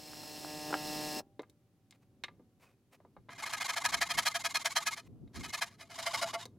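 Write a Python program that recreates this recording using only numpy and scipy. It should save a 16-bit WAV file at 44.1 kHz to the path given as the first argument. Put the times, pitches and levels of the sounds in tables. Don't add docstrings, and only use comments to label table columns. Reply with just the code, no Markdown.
import sys
import numpy as np
from scipy import signal
from scipy.fft import rfft, irfft, next_fast_len
from scipy.io import wavfile
from scipy.ndimage import map_coordinates

SR = 44100
rng = np.random.default_rng(int(sys.argv[2]) if len(sys.argv) > 2 else 0)


def master_out(mix):
    frames = np.transpose(np.atleast_2d(mix))
    ceiling = np.clip(frames, -1, 1)
    pcm = np.round(ceiling * 32767).astype(np.int16)
    wavfile.write(sys.argv[1], SR, pcm)


N = 290178
TIME = np.arange(N) / SR
SIZE = next_fast_len(N + SR // 2, real=True) // 2 * 2
HZ = np.fft.rfftfreq(SIZE, 1 / SR)
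TOP_HZ = 16000

# middle of the push in seconds, push level in dB, pull level in dB, tooth tone of the pull in dB.
STROKES = [(3.322, -48, -51.5, -22), (3.4, -41.5, -35.5, -10), (3.471, -36.5, -38.5, -18),
           (3.54, -32.5, -40, -15), (3.618, -31.5, -35.5, -12), (3.698, -30.5, -39, -10),
           (3.776, -29, -39.5, -10), (3.857, -27.5, -38.5, -11), (3.938, -27.5, -42, -17),
           (4.024, -26.5, -42.5, -14), (4.109, -29, -41, -15), (4.191, -28, -42.5, -11),
           (4.271, -26, -43, -12), (4.359, -30, -42.5, -16), (4.458, -28, -43, -18),
           (4.561, -27.5, -43, -16), (4.665, -28, -40.5, -14), (4.772, -28, -40.5, -9),
           (4.875, -31, -40, -10), (4.983, -44.5, -74, -20), (5.365, -49, -48.5, -20),
           (5.45, -40.5, -49.5, -20), (5.544, -33, -42.5, -20), (5.628, -30.5, -51.5, -20),
           (5.725, -62, -82, -20), (5.814, -48.5, -67.5, -20), (5.918, -47, -48.5, -20),
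           (5.997, -36.5, -41.5, -20), (6.073, -28.5, -41, -16), (6.148, -26.5, -36.5, -10),
           (6.231, -25.5, -38, -11), (6.346, -33.5, -45.5, -20)]
# frequency in Hz, level in dB.
PUSH_COLOUR = [(100, -45.5), (420, -20), (540, -10), (640, -4.5), (1100, -6), (2200, -6), (2750, -13.5),
               (4200, -7.5), (7000, -12), (8500, -18), (11000, -16.5), (12200, -22), (15800, -31.5)]
PULL_COLOUR = [(100, -24.5), (400, -21), (800, -8.5), (1000, -6), (1400, -6.5), (2500, -11), (4200, -10.5),
               (5800, -14), (7000, -9.5), (8500, -20), (11000, -18.5), (15800, -39)]
# frequency in Hz, width in Hz, lift in dB, before the scatter from stroke to stroke.
BOARD_FRESH = [(690, 60, 13), (948, 70, 7), (1030, 99, 3.5), (1283, 65, 10.5), (1687, 130, 14.5),
               (1813, 27, 5.5), (2104, 175, 10), (2477, 120, 11.5), (3130, 290, 10), (4180, 110, 6.5),
               (5050, 150, 2)]
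BOARD_DEEP = [(579, 76, 14), (683, 55, 21), (890, 34, 10), (1150, 130, 4.9), (1393, 104, 11.4),
              (2106, 108, 15), (2215, 70, 6), (2970, 340, 13), (3990, 82, 8.1), (4910, 400, 8),
              (9100, 460, 8.7)]
BLADE_FRESH = [(710, 210, 4.2), (1020, 140, 2.4), (2134, 106, 18.8), (2930, 31, 3.1), (3980, 390, 4.5)]
BLADE_DEEP = [(690, 79, 5), (1040, 100, 6.2), (2120, 180, 2.5), (2983, 190, 8), (3730, 350, 8),
              (5000, 500, 6)]
LOOSENING = (5.62, 6.09)
# time in seconds, treble level in dB.
KEENNESS = [(3.3, -3.5), (3.7, -.3), (4.1, .8), (4.4, 2.8), (4.9, 2), (5.5, 2.5), (6.3, -2)]
PUSH_S, LIGHT_DB, LINGER_S_PER_DB = .052, -34, .0019
PULL_AT, PULL_SHARE, SLOWEST_S = .495, .45, .135
LATE_PULL_SHARE = .62
DETUNE, RING_SCATTER_DB = .009, 1.6

# multiple of the hum pitch, level in dB.
HUM_HARMONICS = [(1, -6.5), (2, 3.5), (3, -6.5), (4, 0), (5, 1.5), (6, -3), (7, -9), (8, -13), (9, -18.5),
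                 (10, -40.5), (11, -8.5), (12, -10), (13, -10.5), (14, -22.5), (15, -27), (16, -20),
                 (17, -12.5), (18, -8.5), (19, -12), (20, -21.5)]
# multiple of the hum pitch, level in dB.
WHINE_HARMONICS = [(18, -9), (27, -4), (28, -7), (33, 0), (34, -8), (35, 1), (36, -3), (37, -3), (38, -7),
                   (45, -10), (52, -8), (53, -12)]
# frequency in Hz, level in dB.
FAN_COLOUR = [(30, -12), (80, -9), (180, 2), (350, 0.5), (560, -3.5), (800, -4), (1050, -12.5),
              (1400, -14.5), (2200, -9), (3500, -6.5), (5200, -6.5), (6600, -8), (10000, -10.7),
              (15800, -13.5)]
# frequency in Hz, width in Hz, lift in dB.
CASING_RESONANCES = [(830, 70, 2), (1370, 150, 3), (1570, 70, 1), (2720, 220, 2.5), (4250, 250, 6),
                     (5200, 630, 7.5), (7720, 130, 7), (13380, 500, 1.5)]
# time in seconds, level in dB.
HUM_SWELL = [(0, -59), (.15, -55.5), (.3, -53), (.44, -52.5), (.49, -47.5), (.6, -47), (.68, -44),
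             (.85, -44), (.97, -42.5), (1.2, -42.5)]
CASING_SWELL = [(0, -57), (.15, -54.5), (.4, -52), (.65, -50.5), (.82, -49.5), (.87, -47), (1.2, -46.3)]
HUM_HZ = 151.3
HUM_END, HUM_FADE_S = 1.198, .04

# start in seconds, level in dB, brightness in Hz.
STEPS = [(.134, -43.5, 2200), (.235, -46, 1100), (.447, -36.5, 1100), (.707, -36, 900), (.7135, -40, 800),
         (.7283, -28, 1400), (.7303, -27.5, 1100), (.7412, -21.5, 1900), (.7445, -30, 2500),
         (.751, -34, 900), (1.168, -36, 347), (1.205, -39.5, 890)]
# start in seconds, level in dB, brightness in Hz.
KNOCKS = [(1.394, -35.5, 650), (1.3943, -41.5, 2200), (1.42, -55, 8000), (1.432, -51, 1500),
          (1.498, -53, 8000), (1.909, -45.5, 6500), (1.925, -51, 3060), (2.2376, -29.5, 3100),
          (2.2425, -31.5, 2720), (2.283, -43, 1565), (2.396, -55, 520), (3.003, -56, 850),
          (3.05, -52.5, 760), (3.166, -49, 990), (3.287, -50, 1200), (3.292, -41, 1570),
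          (5.277, -63.5, 3000), (6.455, -36.5, 6550), (6.456, -47, 756)]
# start in seconds, level in dB, brightness in Hz.
CRACKS = [(6.3335, -34, 1500), (6.342, -29, 1400), (6.358, -33, 1300)]
# frequency in Hz, width in Hz, lift in dB.
DECK_RESONANCES = [(300, 53, 5), (760, 160, 7), (1370, 190, 10), (1630, 90, 8.5), (3010, 250, 6)]
TIMBER_RESONANCES = [(500, 90, 2.5), (1000, 120, 5), (1190, 38, 10), (1633, 82, 8), (2095, 220, 10.5),
                     (3790, 300, 11), (4280, 300, 6)]
OFFCUT_RESONANCES = [(608, 57, 13), (910, 30, 22), (1110, 68, 17)]

# middle in seconds, length in seconds, level in dB.
SCUFFS = [(1.95, .05, -71), (2.03, .06, -79), (2.635, 0.096, -63.5), (2.94, 0.064, -62.5),
          (5.07, .028, -66)]
# middle in seconds, length in seconds, level in dB.
BOARD_DRAG = [(2.685, .125, -72.5)]
# middle in seconds, length in seconds, level in dB.
SHIFTS = [(3.19, 0.06, -59), (3.95, 0.28, -54), (4.18, 0.087, -49), (5.13, .18, -54.5), (5.24, .08, -46.5),
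          (5.395, .11, -43.5), (5.48, .08, -51)]
# frequency in Hz, level in dB.
SCUFF_COLOUR = [(290, -21), (500, 2.5), (1240, -1.5), (1910, -5), (2530, -1), (3270, -10), (5620, -12),
                (15000, -19)]
THUMP_COLOUR = [(30, -24), (65, -1), (120, -1), (300, -5), (450, -15), (700, -31), (1500, -74)]
# frequency in Hz, width in Hz, lift in dB.
DRAG_RESONANCES = [(2510, 70, 13), (3720, 76, 4)]
LUMPS_PER_S, LUMPY_DB = 35, 1.5

# time in seconds, level in dB.
BREEZE_SWELL = [(0, -65.5), (.85, -59), (1.6, -68.5), (2.4, -65), (2.8, -69), (3.4, -61.5), (4.7, -62),
                (5.3, -59.5), (5.9, -62), (6.58, -58)]
# frequency in Hz, level in dB.
RUMBLE_COLOUR = [(12, -50), (20, -24.5), (76, -11), (113, 1), (136, -5), (275, -5.5), (347, -12.5),
                 (387, -11), (431, -16.5), (600, -23.5), (783, -27), (1400, -38), (1950, -69.5),
                 (3300, -120)]
AIR_COLOUR = [(300, -8), (1000, 0), (2500, -3), (6000, -7), (9000, -10), (11300, -7), (13000, -11),
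              (15800, -12)]
# time in seconds, base pitch in Hz, level in dB.
DRONE = [(1.2, 198.4, -72), (1.7, 193.7, -82.5), (2.301, 186.3, -75.5), (3.0, 188.6, -89.5)]


def amp(db):
    return 10 ** (np.asarray(db) / 20)


def unit(x):
    return x / np.sqrt(np.mean(x ** 2) + 1e-20)


def curve(rows):
    return np.interp(TIME, *np.transpose(rows))


def wobble(rate):
    knots = rng.standard_normal(int(N * rate / SR) + 4)
    fine = np.arange(0, len(knots) - 1, 1 / 8)
    return np.interp(TIME * rate, fine, map_coordinates(knots, [fine]))


def shape(points, peaks=(), hz=HZ):
    f, db = np.transpose(points)
    db = np.interp(np.log(hz + 1), np.log(f), db)
    for centre, width, lift in peaks:
        db = db + lift / (1 + (2 * (hz - centre) / width) ** 2)
    return amp(db)


def ring(x, gain):
    size = 2 * (len(gain) - 1)
    cepstrum = irfft(np.log(np.maximum(unit(gain), 1e-6)))
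    cepstrum[1:size // 2] *= 2
    cepstrum[size // 2 + 1:] = 0
    response = np.exp(rfft(cepstrum))
    return irfft(rfft(x, size) * response, size)[..., :x.shape[-1]]


def noise(gain, side_db):
    width = np.array([np.ones(len(HZ)), shape(side_db)])
    mid, side = irfft(rfft(rng.standard_normal((2, SIZE))) * gain * width)[:, :N]
    return unit(np.array([mid + side, mid - side]))


def gestures(rows, power):
    level = np.zeros(N)
    for middle, length, db in rows:
        inside = np.abs(TIME - middle) < length / 2
        swell = np.abs(np.cos(np.pi * (TIME[inside] - middle) / length))
        level[inside] += amp(db) * swell ** power
    return level


def outdoors(x, echo_db=-18, t60=.17, wide_t60=.0067):
    t = np.arange(SR // 6) / SR
    decay = amp(-60 * t / np.array([[t60], [wide_t60]]))
    tails = rng.standard_normal((2, len(t))) * decay * (t > .001)
    tails = tails / np.linalg.norm(tails, axis=1, keepdims=True)
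    echo, wide = signal.fftconvolve(x[None], tails, axes=1)[:, :N]
    width = shape([(250, -30.5), (1000, -52), (2000, -36.5), (4000, -13.5), (8000, -3), (12000, 3.5)])
    side = irfft(rfft(wide * wobble(400), SIZE) * width)[:N]
    mid = x + amp(echo_db) * echo
    return np.array([mid + side, mid - side])


def saw(edge_hz=2600, snag_db=1.2, chirp_db=-1.5):
    forward, backward = arm()
    sing_db = np.interp(TIME, backward[:, 0], np.array(STROKES)[:, 3])
    bite = teeth(forward, first_hz=600, fastest_hz=1280, fastest_at=.68, scatter=.11,
                 uneven_db=4.6, tear_db=-7.5, tone_db=-26)
    skate = teeth(backward, first_hz=800, fastest_hz=1230, fastest_at=.95, scatter=.04,
                  uneven_db=5.0, tear_db=-3.5, tone_db=sing_db + chirp_db)
    pushes = resonate(bite, forward, PUSH_COLOUR, BOARD_FRESH, BOARD_DEEP,
                      fresh_db=-1.5, deep_db=-2, power=2.5, sag=.015)
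    pulls = resonate(skate, backward, PULL_COLOUR, BLADE_FRESH, BLADE_DEEP,
                     fresh_db=-1.5, deep_db=-2.5, power=1.1, sag=.025)
    cut = pushes + pulls
    dull = signal.sosfiltfilt(signal.butter(2, edge_hz, fs=SR, output="sos"), cut)
    treble_gain = amp(curve(KEENNESS) + snag_db * wobble(110))
    return outdoors(dull + treble_gain * (cut - dull))


def arm():
    s, push_db, pull_db, _ = np.transpose(STROKES)
    cycle = np.minimum(np.diff(s, append=np.inf), SLOWEST_S)
    push_s = PUSH_S + LINGER_S_PER_DB * np.maximum(LIGHT_DB - push_db, 0)
    share = np.interp(s, LOOSENING, [PULL_SHARE, LATE_PULL_SHARE])
    forward = np.transpose([s, push_s, push_db])
    backward = np.transpose([s + PULL_AT * cycle, share * cycle, pull_db])
    return forward, backward


def teeth(strokes, first_hz, fastest_hz, fastest_at, scatter, uneven_db, tear_db, tone_db):
    rate = np.full(N, float(first_hz))
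    for middle, length, _ in strokes:
        inside = np.abs(TIME - middle) < length / 2
        progress = (TIME[inside] - middle) / length + .5
        speed = np.sin(np.pi / 2 * progress / fastest_at) ** 2
        rate[inside] = first_hz + (fastest_hz - first_hz) * speed
    rate = rate * np.exp(.04 * wobble(15) + .025 * wobble(120))
    passed = np.cumsum(rate) / SR
    at = np.flatnonzero(np.diff(np.floor(passed)))
    chance = rng.standard_normal((len(at), 2))
    shift = np.round(chance[:, 0] * scatter * SR / rate[at]).astype(int)
    at = np.clip(at + shift, 0, N - 1)
    strength = amp(uneven_db * np.minimum(chance[:, 1], 1.5))
    plucks = unit(np.bincount(at, strength, N))
    fibres = unit(rng.standard_normal(N) * amp(wobble(1500)))
    tone = amp(tone_db + 2.5 * wobble(90)) * np.cos(2 * np.pi * passed)
    return amp(1.2 * wobble(130)) * (blade_echo(plucks + amp(tear_db) * fibres) + tone)


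def blade_echo(x, delay=.0022, wander=.05, returned=.56):
    x = irfft(rfft(x, SIZE) * np.exp(-1.3j * np.sqrt(HZ)), SIZE)[:N]
    lag = delay * np.exp(wander * wobble(14))
    treble = signal.sosfilt(signal.butter(2, 2600, "high", fs=SR, output="sos"), x)
    echoes = sum(returned ** k * np.interp(TIME - k * lag, TIME, treble) for k in range(1, 4))
    return unit(x + echoes)


def resonate(drive, strokes, colour, fresh, deep, fresh_db, deep_db, power, sag):
    t = np.arange(8192) / SR
    hz = np.fft.rfftfreq(len(t), 1 / SR)
    out = np.zeros(N + SR)
    drive = np.pad(drive, (0, SR))

    def varied(modes):
        scattered = [(f * (1 + DETUNE * rng.standard_normal()), width,
                      lift + RING_SCATTER_DB * rng.standard_normal()) for f, width, lift in modes]
        return unit(shape(colour, scattered, hz))

    for middle, length, db in strokes:
        start = round((middle - length / 2) * SR)
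        progress = np.minimum(t / length, 1)
        swell = np.abs(np.sin(np.pi * progress)) ** power
        rub = drive[start:][:len(t)] * amp(db) * swell
        loose = np.interp(middle, LOOSENING, [0, 1])
        gain = (1 - loose) * varied(fresh) + loose * varied(deep)
        sound = amp(fresh_db + loose * (deep_db - fresh_db)) * ring(rub, gain)
        bent_time = t + sag * length * progress * (1 - progress)
        out[start:][:len(t)] += map_coordinates(sound, [SR * bent_time])
    return out[:N]


def generator(fan_db=3.3, whine_db=-3.5, throb=.45, swing_db=.5, muffler_lag=.13, whine_smear=1.6,
              throb_hz=2600):
    phase = 2 * np.pi * np.cumsum(HUM_HZ * (1 + .0008 * wobble(25))) / SR

    def partial(k, smear):
        return np.cos(k * phase - muffler_lag * k ** 2 + smear * rng.standard_normal())

    def lines(orders, smear):
        return unit(sum(amp(db + swing_db * wobble(16.45)) * partial(round(k), smear) for k, db in orders))

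    fan = noise(shape(FAN_COLOUR, CASING_RESONANCES),
                [(100, -2.5), (300, -1.5), (1000, -11.5), (4000, -51.5), (8000, -22), (12000, -20.5)])
    low = signal.sosfiltfilt(signal.butter(2, throb_hz, fs=SR, output="sos"), fan)
    flutter = 1 + .2 * np.cos(2 * phase) + .12 * np.cos(phase) + .1 * np.cos(phase / 3)
    fan = low * (1 + throb * np.cos(phase)) + (fan - low) * flutter
    whine = lines(WHINE_HARMONICS, whine_smear)
    casing = amp(curve(CASING_SWELL)) * (amp(fan_db) * fan + amp(whine_db) * whine)
    hum = amp(curve(HUM_SWELL)) * lines(HUM_HARMONICS, smear=0)
    cut_off = amp(-60 * np.maximum(TIME - HUM_END, 0) / HUM_FADE_S)
    return cut_off * (hum + casing)


def knocks(rows, modes, level_db, rattle, rattle_s, steep):
    out = np.zeros(N + SR)
    t = np.arange(SR // 5) / SR
    hz = np.fft.rfftfreq(len(t), 1 / SR)
    wood = shape([(40, -20.5), (300, 0), (1500, -2.5), (12000, 7.5)], modes, hz)
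    for s, db, bright_hz in rows:
        t60 = rattle_s * (1000 / bright_hz) ** .35
        blow = (t == 0) + rattle * rng.standard_normal(len(t)) * amp(-60 * t / t60)
        contact = hz / (hz + .66 * bright_hz) / (1 + (hz / bright_hz) ** steep)
        hit = ring(blow, wood * contact)
        out[round(s * SR):][:len(t)] += amp(db + level_db) * hit / np.abs(hit).max()
    return outdoors(out[:N])


def shuffling(thump_db=-1):
    def slide(rows, modes, power):
        rough = amp(2.3 * wobble(200))
        return gestures(rows, power) * rough * noise(shape(SCUFF_COLOUR, modes), [(1000, -58.5), (10000, -7)])

    scrapes = slide(SCUFFS, [], power=1.6) + slide(BOARD_DRAG, DRAG_RESONANCES, power=.6)
    lumps = amp(LUMPY_DB * wobble(LUMPS_PER_S))
    thumps = gestures(SHIFTS, power=.8) * lumps * noise(shape(THUMP_COLOUR), [(60, 2.5), (400, -7)])
    return scrapes + amp(thump_db) * thumps


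def breeze(rumble_db=-1, air_db=-83):
    strength = amp(curve(BREEZE_SWELL) + rumble_db + 1.1 * wobble(7.2))
    rumble = strength * noise(shape(RUMBLE_COLOUR), [(40, 3.5), (120, -14), (400, -23.0)])
    return rumble + amp(air_db) * noise(shape(AIR_COLOUR), [(1000, -6.5), (8000, -2)])


def far_engine():
    s, hz, db = np.transpose(DRONE)
    phase = 2 * np.pi * np.cumsum(np.interp(TIME, s, hz)) / SR
    tones = sum(amp(2.3 * wobble(4.5)) * np.sin(k * phase) for k in range(2, 5))
    return amp(np.interp(TIME, s, db)) * tones / 2


def scene():
    steps = knocks(STEPS, DECK_RESONANCES, level_db=4.5, rattle=.03, rattle_s=.05, steep=4.5)
    timber = knocks(KNOCKS, TIMBER_RESONANCES, level_db=3.5, rattle=.1, rattle_s=.07, steep=3.63)
    offcut = knocks(CRACKS, OFFCUT_RESONANCES, level_db=0, rattle=.1, rattle_s=.04, steep=2.5)
    return saw() + generator() + steps + timber + offcut + shuffling() + breeze() + far_engine()


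def record(dry):
    return irfft(rfft(dry, SIZE) * (HZ < TOP_HZ))[:, :N]


dry = scene()
out = record(dry)
master_out(out)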